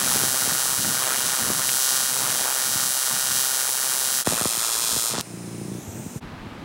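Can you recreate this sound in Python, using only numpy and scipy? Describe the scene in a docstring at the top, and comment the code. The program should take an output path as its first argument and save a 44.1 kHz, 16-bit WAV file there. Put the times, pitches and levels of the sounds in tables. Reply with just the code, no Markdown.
"""An alternating-current arc welds an aluminium casting outdoors, close by, while wind puffs hit the
microphone. The arc cracks at both reversals of the current and sizzles while the electrode is positive.
At 4.2 s the level dips briefly and a second pass begins; its current ramps down and the arc dies at
5.2 s. The shielding gas hisses on, an engine growls far off and the torch lifts. After another dip at
6.2 s only wind and the yard's steady wash remain."""
import sys
import numpy as np
from scipy import signal
from scipy.fft import rfft, irfft, next_fast_len
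from scipy.io import wavfile
from scipy.ndimage import map_coordinates

SR = 44100
rng = np.random.default_rng(int(sys.argv[2]) if len(sys.argv) > 2 else 0)


def unload_audio(sound):
    """Save the sound as a 16-bit wav file, at the path given as the first command line argument."""
    columns = np.transpose(np.atleast_2d(sound))
    # keep every value between -1 and 1, then stretch to whole-number steps
    steps = np.round(np.clip(columns, -1, 1) * 32767)
    wavfile.write(sys.argv[1], SR, steps.astype(np.int16))


N = 292824

# Brief dips of the whole sound. Each row: centre in seconds, fade on either side in seconds.
DIPS = [(4.241, 0.029), (6.202, 0.024)]


def amp(db):
    """Gain of a level in dB."""
    return 10 ** (np.asarray(db) / 20)


def unit(x):
    """x at rms 1."""
    return x / np.sqrt(np.mean(x ** 2) + 1e-20)


def curves(rows):
    """One value per sample for each column after the time."""
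    times, *columns = np.transpose(rows)
    return [np.interp(np.arange(N) / SR, times, column) for column in columns]


def wobble(rate):
    """A smooth random curve, rate knots a second."""
    knots = rng.standard_normal(int(N * rate / SR) + 4)
    return map_coordinates(knots, [np.arange(N) * rate / SR])


def filtered(x, response):
    """x through a complex frequency response."""
    size = next_fast_len(N + SR // 2)
    return irfft(rfft(x, size) * response(np.fft.rfftfreq(size, 1 / SR)), size)[:N]


def noise(spectrum):
    """Noise of rms 1 with a spectrum of (Hz, dB) points."""
    hz, db = np.transpose(spectrum)
    colour = lambda f: amp(np.interp(np.log(f + 1), np.log(hz), db))
    return unit(filtered(rng.standard_normal(N), colour))


def resonance(f, hz, width_hz):
    """A causal band-pass of gain 1 at its centre."""
    return 1j * f * width_hz / (hz * hz - f * f + 1j * f * width_hz)


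def pulses(times, sizes):
    """Impulses placed between samples by a windowed sinc."""
    at = times[:, None] * SR
    taps = np.floor(at).astype(int) + np.arange(-15, 17)
    shape = np.sinc(taps - at) * np.cos(np.pi * (taps - at) / 34) ** 2
    inside = (taps >= 0) & (taps < N)
    return np.bincount(taps[inside], (sizes[:, None] * shape)[inside], N)


def cracks(times, db, hz, width_hz, stages=3):
    """Impulses coloured by a chain of equal band-passes."""
    return filtered(pulses(times, amp(db)), lambda f: resonance(f, hz, width_hz) ** stages)


def arc_cracks(timing, strike, reversal, unrest_db):
    """Two cracks a cycle: the strike opens the positive half and a brighter snap ends it."""
    first, end, current_hz, share = timing
    reversals = np.arange(first, end, 1 / current_hz)
    strikes = reversals - share / current_hz
    samples = (reversals * SR).astype(int)
    chance = np.clip(rng.standard_normal((len(reversals), 6)), -1.8, 1.8)
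    late = np.abs(chance[:, 0]) * 1.3e-5 * amp(unrest_db[samples])  # a roaring arc strikes unevenly
    late += 6e-6 * wobble(2.7)[samples]  # the lag drifts as the hand changes the gap
    struck = sum(gain * cracks(strikes + late + ms / 1000, db + scatter * chance[:, 3 + k], hz, width)
                 for k, (ms, gain, hz, width, db, scatter) in enumerate(strike))
    hz, width, db, scatter = reversal
    snap = cracks(reversals + chance[:, 1] * 4e-6, db + scatter * chance[:, 2], hz, width)
    return amp(25 + 1.1 * wobble(9.2)) * struck, amp(24.5) * snap


def arc_burn(timing, unrest_db, spit_db):
    """The pool roars and spots sizzle over the oxide, mostly in the positive half of each cycle."""
    # Colours of the roar and the sizzle. Each row: frequency in Hz, level in dB.
    roar_spectrum = [(150, -60), (400, -4.5), (800, 0), (1350, 2), (2000, -4), (3500, -17), (6000, -60)]
    sizzle_spectrum = [(800, -49), (2200, -7.5), (4000, -4.5), (6500, -4), (9000, -2.5), (11000, -2.5),
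                       (13000, -9.5), (16000, -20)]
    first, end, hz, share = timing
    t = np.arange(N) / SR
    start, onset_s = first - share / hz, .0006
    burning = (t > start) & (t < end)
    positive = burning & ((t - start - onset_s) * hz % 1 < share - onset_s * hz)
    gate = filtered(positive, lambda f: 1 / (1 + 2j * np.pi * f * 0.00033))  # edges of about 1 ms
    roar = noise(roar_spectrum) * (gate + 0.33 * burning)
    roar *= amp(-10 + unrest_db + 1.7 * wobble(130))
    oxide = amp(-5.5 + spit_db)
    sizzle = 0.87 * oxide * noise(sizzle_spectrum) * (gate + 0.24 * burning)
    sizzle *= amp(wobble(130) + 1.1 * wobble(1500))
    hum = amp(-32) * burning * np.sin(2 * np.pi * hz * t)  # the hot gas column breathes once a cycle
    cup_hiss = amp(-12) * burning * noise([(8000, -44), (11500, -4), (14000, 5), (16000, -5)])
    pool_sizzle = 0.72 * oxide * noise(sizzle_spectrum) * (gate + 0.19 * burning)
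    return roar, sizzle + hum, pool_sizzle + cup_hiss


def past_casting(focused, spread, echoes, shadows):
    """The sound in the casting's shadow, and the treble it blocks; only the focused part echoes."""
    paths = lambda f: 1 + sum(gain * np.exp(-2j * np.pi * f * ms / 1000) for ms, gain in echoes)
    shade = lambda f: np.prod([1 - cut * resonance(f, hz, width) for hz, width, cut in shadows], axis=0)
    shaded = filtered(focused, lambda f: paths(f) * shade(f)) + filtered(spread, shade)
    treble = filtered(focused, lambda f: paths(f) * (1 - shade(f)) * resonance(f, 15000, 6000))
    return shaded, treble


def weld_pass(timing, strike, reversal, echoes, shadows, levels):
    """One pass of the arc; the final ramp-down of the current weakens all but strike and roar."""
    ramp_start_s, ramp_length_s, ramp_db = 5.08, 0.081, -6.5
    t = np.arange(N) / SR
    strength_db, unrest_db, spit_db = curves(levels)
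    unrest_db += 1.2 * wobble(14)
    ramp = np.clip((t - ramp_start_s) / ramp_length_s, 0, 1)
    held, ramped = amp(strength_db), amp(strength_db + ramp_db * ramp)
    struck, snap = arc_cracks(timing, strike, reversal, unrest_db)
    roar, burn, spread = arc_burn(timing, unrest_db, spit_db)
    focused = held * struck + ramped * (snap + burn)
    shaded, treble = past_casting(focused, ramped * spread, echoes, shadows)
    top = filtered(shaded, lambda f: 1 / (1 + (8850 / (f + 1)) ** 6))
    shaded -= 0.74 * ramp * top  # the weaker current loses its top
    clear = 0.15 * np.clip((t - timing[0]) / 4, 0, 1) ** 2  # the torch moves out from behind the casting
    return shaded + clear * treble + held * roar


def welding_arc():
    """Two passes over the casting, the second buzzing lower; each table has one entry per pass."""
    # The current. Each row: first reversal and arc out in seconds, rate in Hz, positive share of a cycle.
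    timings = [(.00192, 4.24, 131.118, .413), (4.23982, 5.213, 114.736, .4103)]
    # The strike and two slower heaves of hot gas behind it. Each row: lag in ms, signed gain,
    # centre and width in Hz, relative level and scatter in dB.
    strikes = [
        [(0, 0.66, 5680, 6560, 4.5, 2), (.185, -0.82, 1563, 1140, 2, 3), (.458, -0.93, 742, 810, -3, 2.5)],
        [(0, 0.54, 5340, 5950, 6.5, 3), (.182, -1, 1400, 1250, -4.5, 3), (1.231, 0.48, 625, 1875, 0, 3)],
    ]
    # The snap of the reversal. Each row: centre and width in Hz, relative level and scatter in dB.
    reversals = [(8770, 16600, 3.5, 0.5), (7500, 10800, 6, 0)]
    # Reflections off torch cup, casting and bench. Each row: delay in ms, signed gain.
    echoes = [
        [(0.148, -0.16), (0.283, 0.16), (0.352, 0.12), (0.422, -0.13), (0.661, 0.15), (0.86, -0.13),
         (1.075, -0.06), (1.169, -0.14), (1.446, -0.18), (1.828, -0.07), (1.878, -0.12), (1.994, -0.08),
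         (2.059, 0.08), (2.153, 0.06), (2.274, -0.09), (2.546, 0.09), (2.736, 0.08), (3.03, -0.09),
         (3.082, -0.07), (3.873, -0.05)],
        [(0.162, -0.22), (0.261, 0.11), (0.322, 0.19), (0.472, -0.12), (0.74, 0.12), (0.817, 0.1), (1.06, -0.1),
         (1.321, -0.08), (1.365, -0.1), (1.59, 0.07), (1.801, -0.05), (1.984, 0.04), (2.065, 0.06),
         (2.358, -0.05), (2.506, 0.07), (2.921, 0.04), (3.46, -0.12), (3.507, -0.18), (3.563, -0.11),
         (3.745, 0.05)],
    ]
    # Bands the casting shadows. Each row: centre and width in Hz, share removed.
    shadows = [
        [(2360, 44, 0.11), (2545, 47, 0.26), (11710, 110, 0.91), (13300, 810, 0.65), (13300, 180, 0.55)],
        [(2280, 270, 0.94), (10700, 610, 0.36), (14900, 1800, 0.54)],
    ]
    # Each row: time in seconds, then arc strength, unrest of the pool and spitting of the oxide in dB.
    levels = [
        [(0, -26, 4.5, 3), (.12, -22, 2.5, 0.5), (.3, -23.5, 0.5, -2.5), (.95, -24.5, 0.5, -3.5),
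         (1.05, -26, 7.5, 4.5), (1.25, -25.5, 3, 2), (1.64, -25, 2, -1.5), (1.68, -23, -4.5, 0),
         (1.9, -22, -4.5, -6), (2.05, -24.5, -2, -1), (2.31, -25, 8.5, 1.5), (2.42, -25, 2, -0.5),
         (2.9, -24, -2, -4.5), (3.3, -25, -1.5, -0.5), (3.41, -22, -4.5, -3), (3.5, -24.5, 0, -2),
         (4.2, -24, -3.5, -2.5)],
        [(4.29, -26.5, 3.5, 4.5), (4.46, -26.5, 3.5, 4), (4.6, -25.5, 2.5, 1), (5.0, -24.5, -3.5, -4.5),
         (5.08, -24.5, -4, -4), (5.15, -24.5, 0.5, 5)],
    ]
    return sum(weld_pass(*parts) for parts in zip(timings, strikes, reversals, echoes, shadows, levels))


def walls(x, level_db=-19, t60_s=0.058):
    """Nearby walls and bench answer with a short, bright wash of reflections."""
    t = np.arange(SR // 5) / SR
    tail = rng.standard_normal(len(t)) * amp(-60 * t / t60_s) * (t > .004)
    return amp(level_db) * signal.fftconvolve(x, tail / np.linalg.norm(tail))[:N]


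def yard(after_dip):
    """A steady outdoor wash, a little louder and brighter after the second dip."""
    # Its colour before and after. Each row: frequency in Hz, level in dB.
    spectra = [
        [(120, -25.5), (200, -7.5), (334, -6.5), (628, -4), (1820, -11.5), (2450, -11.5), (5000, -25),
         (6500, -54), (11000, -120)],
        [(150, -20), (400, -5), (1000, 2.5), (1900, -3.5), (4000, -11.5), (6000, -20), (15800, -33)],
    ]
    # Its level before and after, in dB.
    levels_db = [-46.5, -43.5]
    return np.where(after_dip, amp(levels_db[1]) * noise(spectra[1]), amp(levels_db[0]) * noise(spectra[0]))


def wind_gusts(breeze_db=-59, rise_s=0.036, fall_s=0.079):
    """A fluttering breeze and its gusts press on the microphone: lumpy buffeting over a low rumble."""
    # Each row: start and hold in seconds, buffet level in dB, rumble relative to it in dB.
    gusts = [(0.021, 0.31, -36.5, -20), (0.416, 0.14, -40.5, -16), (.6, 0.14, -44.5, -14),
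             (.79, .17, -38.5, -15), (1.03, 0.29, -45.5, -20), (1.402, .2, -37.5, -18),
             (1.657, .1, -45, -20), (1.933, 0.5, -46, -17), (2.598, 0.29, -49.5, -15),
             (3.118, 0.039, -43.5, -24), (3.243, 0.16, -48, -16), (3.8, 0.52, -59, -22),
             (4.29, 0.045, -34, -14), (4.416, 0.051, -48, -20), (4.563, 0.045, -58, -15),
             (4.76, .14, -52, -12), (4.937, 0.021, -44, -2), (5.114, 0.094, -41, -21),
             (5.8, .05, -37.5, -25), (5.88, 0.1, -38.5, -35), (5.95, .07, -45, -28),
             (6.048, 0.11, -39, -30), (6.217, 0.48, -40, -8)]
    # Colours of the buffet and the rumble. Each row: frequency in Hz, level in dB.
    buffet_spectrum = [(60, -34), (108, 2), (229, 3.5), (400, -7.5), (700, -15.5), (910, -12.5),
                       (1540, -120)]
    rumble_spectrum = [(12, -30), (30, -14), (65, -12), (100, -10), (200, -120)]
    t = np.arange(N) / SR
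    moving = (t < 5.25) | (t > 5.8)  # still air in between
    buffet_gain = moving * amp(breeze_db + 3.5 * wobble(5.1))
    rumble_gain = moving * amp(breeze_db - 13)
    for start, hold, db, low_db in gusts:
        edges = np.minimum((t - start) / rise_s, (start + hold - t) / fall_s)
        swell = np.clip(edges + 1, 0, 1) ** 2
        buffet_gain += amp(db) * swell
        rumble_gain += amp(db + low_db) * swell
    buffet = unit(amp(2.8 * wobble(30)) * noise(buffet_spectrum))
    rumble = unit(amp(3.3 * wobble(12)) * noise(rumble_spectrum))
    return buffet_gain * buffet + rumble_gain * rumble


def wind_puffs(t60_s=0.054, bass_cut_hz=60):
    """Single puffs ring down from high to low through the microphone's bass cut."""
    # Each row: start in seconds, strength in dB, opening pace in ms (longer sounds lower).
    puffs = [(.159, -17.5, 1.56), (.22, -22, 3.6), (.235, -18, 1.6), (0.474, -22.5, 1.4), (1.501, -19, .81),
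             (2.757, -22.5, 3.5), (3.136, -33, 2.8), (3.316, -27, 4), (4.2716, -9.5, .6),
             (4.323, -17, 0.84), (4.4105, -17, 0.56), (4.4545, -13.5, 0.56), (4.573, -27.5, 1.7),
             (4.964, -22, 0.93), (5.138, -21, 1.14), (5.147, -24, 0.89), (5.181, -18.5, .6),
             (5.876, -19, 6.2), (5.889, -22, 4.8), (5.929, -25, 3.6), (6.063, -22.5, 2.9),
             (6.159, -17, 3.7), (6.239, -34, 3.6), (6.467, -25.5, 4.6)]
    track = np.zeros(N + SR)
    t = np.arange(SR // 10) / SR
    for start, db, pace_ms in puffs:
        fall = np.sin(7.77 * np.log(1 + 1000 * t / pace_ms))  # each half swing outlasts the one before
        envelope = amp(db - 60 * t / t60_s) * (1 - np.exp(-4000 * t / pace_ms))
        track[round(start * SR):][:len(t)] -= envelope * fall
    return filtered(track[:N], lambda f: (1j * f / (bass_cut_hz + 1j * f)) ** 2)


def spits():
    """Single hard, broad cracks, the last as the arc breaks."""
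    # Each row: time in seconds, strength in dB, centre in Hz.
    hits = [(1.692, 8, 2200), (5.2101, 3, 4930)]
    return sum(cracks(np.array([s]), [db], hz, 2 * hz, stages=2) for s, db, hz in hits)


def shielding_gas(level_db=-45):
    """As the torch lifts the jet meets its own reflection; the notch climbs as the detour shrinks."""
    # Torch height. Each row: time in seconds, lift from 0 to 1.
    lift = [(5.2, 0.04), (5.7, 0.06), (5.8, 0.8), (5.9, .82), (6.2, 0.54)]
    # The extra path off the casting. Each row: time in seconds, delay in ms.
    detour = [(5.72, .2), (5.85, .165), (6.02, .137), (6.15, .155)]
    # The jet near the weld, then in free air. Each row: frequency in Hz, level in dB.
    spectra = [
        [(1760, -46), (3000, -32), (3450, -18), (3990, -6), (4620, -11), (5230, -0.5), (5610, -7), (5970, -4),
         (8160, -3.5), (8870, -2), (9450, 2), (10200, -10), (11000, -10), (12900, -15), (15800, -15)],
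        [(1470, -44), (2500, -14), (3460, -2), (5120, -23), (5890, -5), (8930, -4), (10700, -12), (15800, -13)],
    ]
    (lifted,), (delay_ms,) = curves(lift), curves(detour)
    near, free = noise(spectra[0]), noise(spectra[1])
    bounced = map_coordinates(free, [np.arange(N) - delay_ms * SR / 1000])
    return amp(level_db) * (np.sqrt(1 - lifted) * near + np.sqrt(lifted) * (free + .7 * bounced))


def engine(jitter_s=.0008, scatter_db=1.5):
    """A far engine growls briefly: four uneven firings a cycle through the exhaust pipe."""
    # Each row: time in seconds, cycle rate in Hz, level in dB.
    revs = [(5.28, 29.2, -37), (5.48, 28.6, -35), (5.54, 29.16, -33.5), (5.79, 29.67, -32.5)]
    # Each row: a firing's place in the cycle from 0 to 1, relative strength in dB.
    firings = [(0, 3), (.27, -8), (.48, -3), (.76, -16)]
    # Pipe resonances. Each row: centre and width in Hz, relative level in dB.
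    exhaust = [(115, 50, 6), (189, 25, 9.5), (324, 80, 1.5)]
    cycle_hz, level_db = curves(revs)
    t = np.arange(N) / SR
    turns = np.cumsum(cycle_hz) / SR + 0.169
    cycles = np.arange(1, int(turns[-1]))
    train = np.zeros(N)
    for place, db in firings:
        times = np.interp(cycles + place, turns, t) + jitter_s * rng.standard_normal(len(cycles))
        train += pulses(times, amp(db + scatter_db * rng.standard_normal(len(cycles))))
    pipe = lambda f: sum((-1) ** k * amp(db) * resonance(f, hz, width)
                         for k, (hz, width, db) in enumerate(exhaust))
    growl = filtered(train, lambda f: pipe(f) * resonance(f, 243, 480) ** 2)
    heard = np.interp(t, [5.21, 5.33, 5.785, 5.81], [0, 1, 1, 0])
    return heard * amp(level_db) * growl / np.sqrt(np.mean(growl[heard > 0] ** 2))


def scene():
    """The mono mix; the gas flows from the start until the second dip."""
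    after_dip = np.arange(N) / SR > DIPS[1][0]
    bed = yard(after_dip) + shielding_gas() * ~after_dip
    arc = welding_arc() + spits()
    return (arc + walls(arc) + wind_gusts() + wind_puffs() + engine() + bed)[None]


def record(dry):
    """The level dips briefly twice, and the very top is cut off."""
    top_hz = 15830
    t = np.arange(N) / SR
    fades = np.prod([np.clip(np.abs(t - centre) / fade, .02, 1) for centre, fade in DIPS], axis=0)
    return filtered(dry[0] * fades, lambda hz: hz < top_hz)[None]


dry = scene()
out = record(dry)
unload_audio(out)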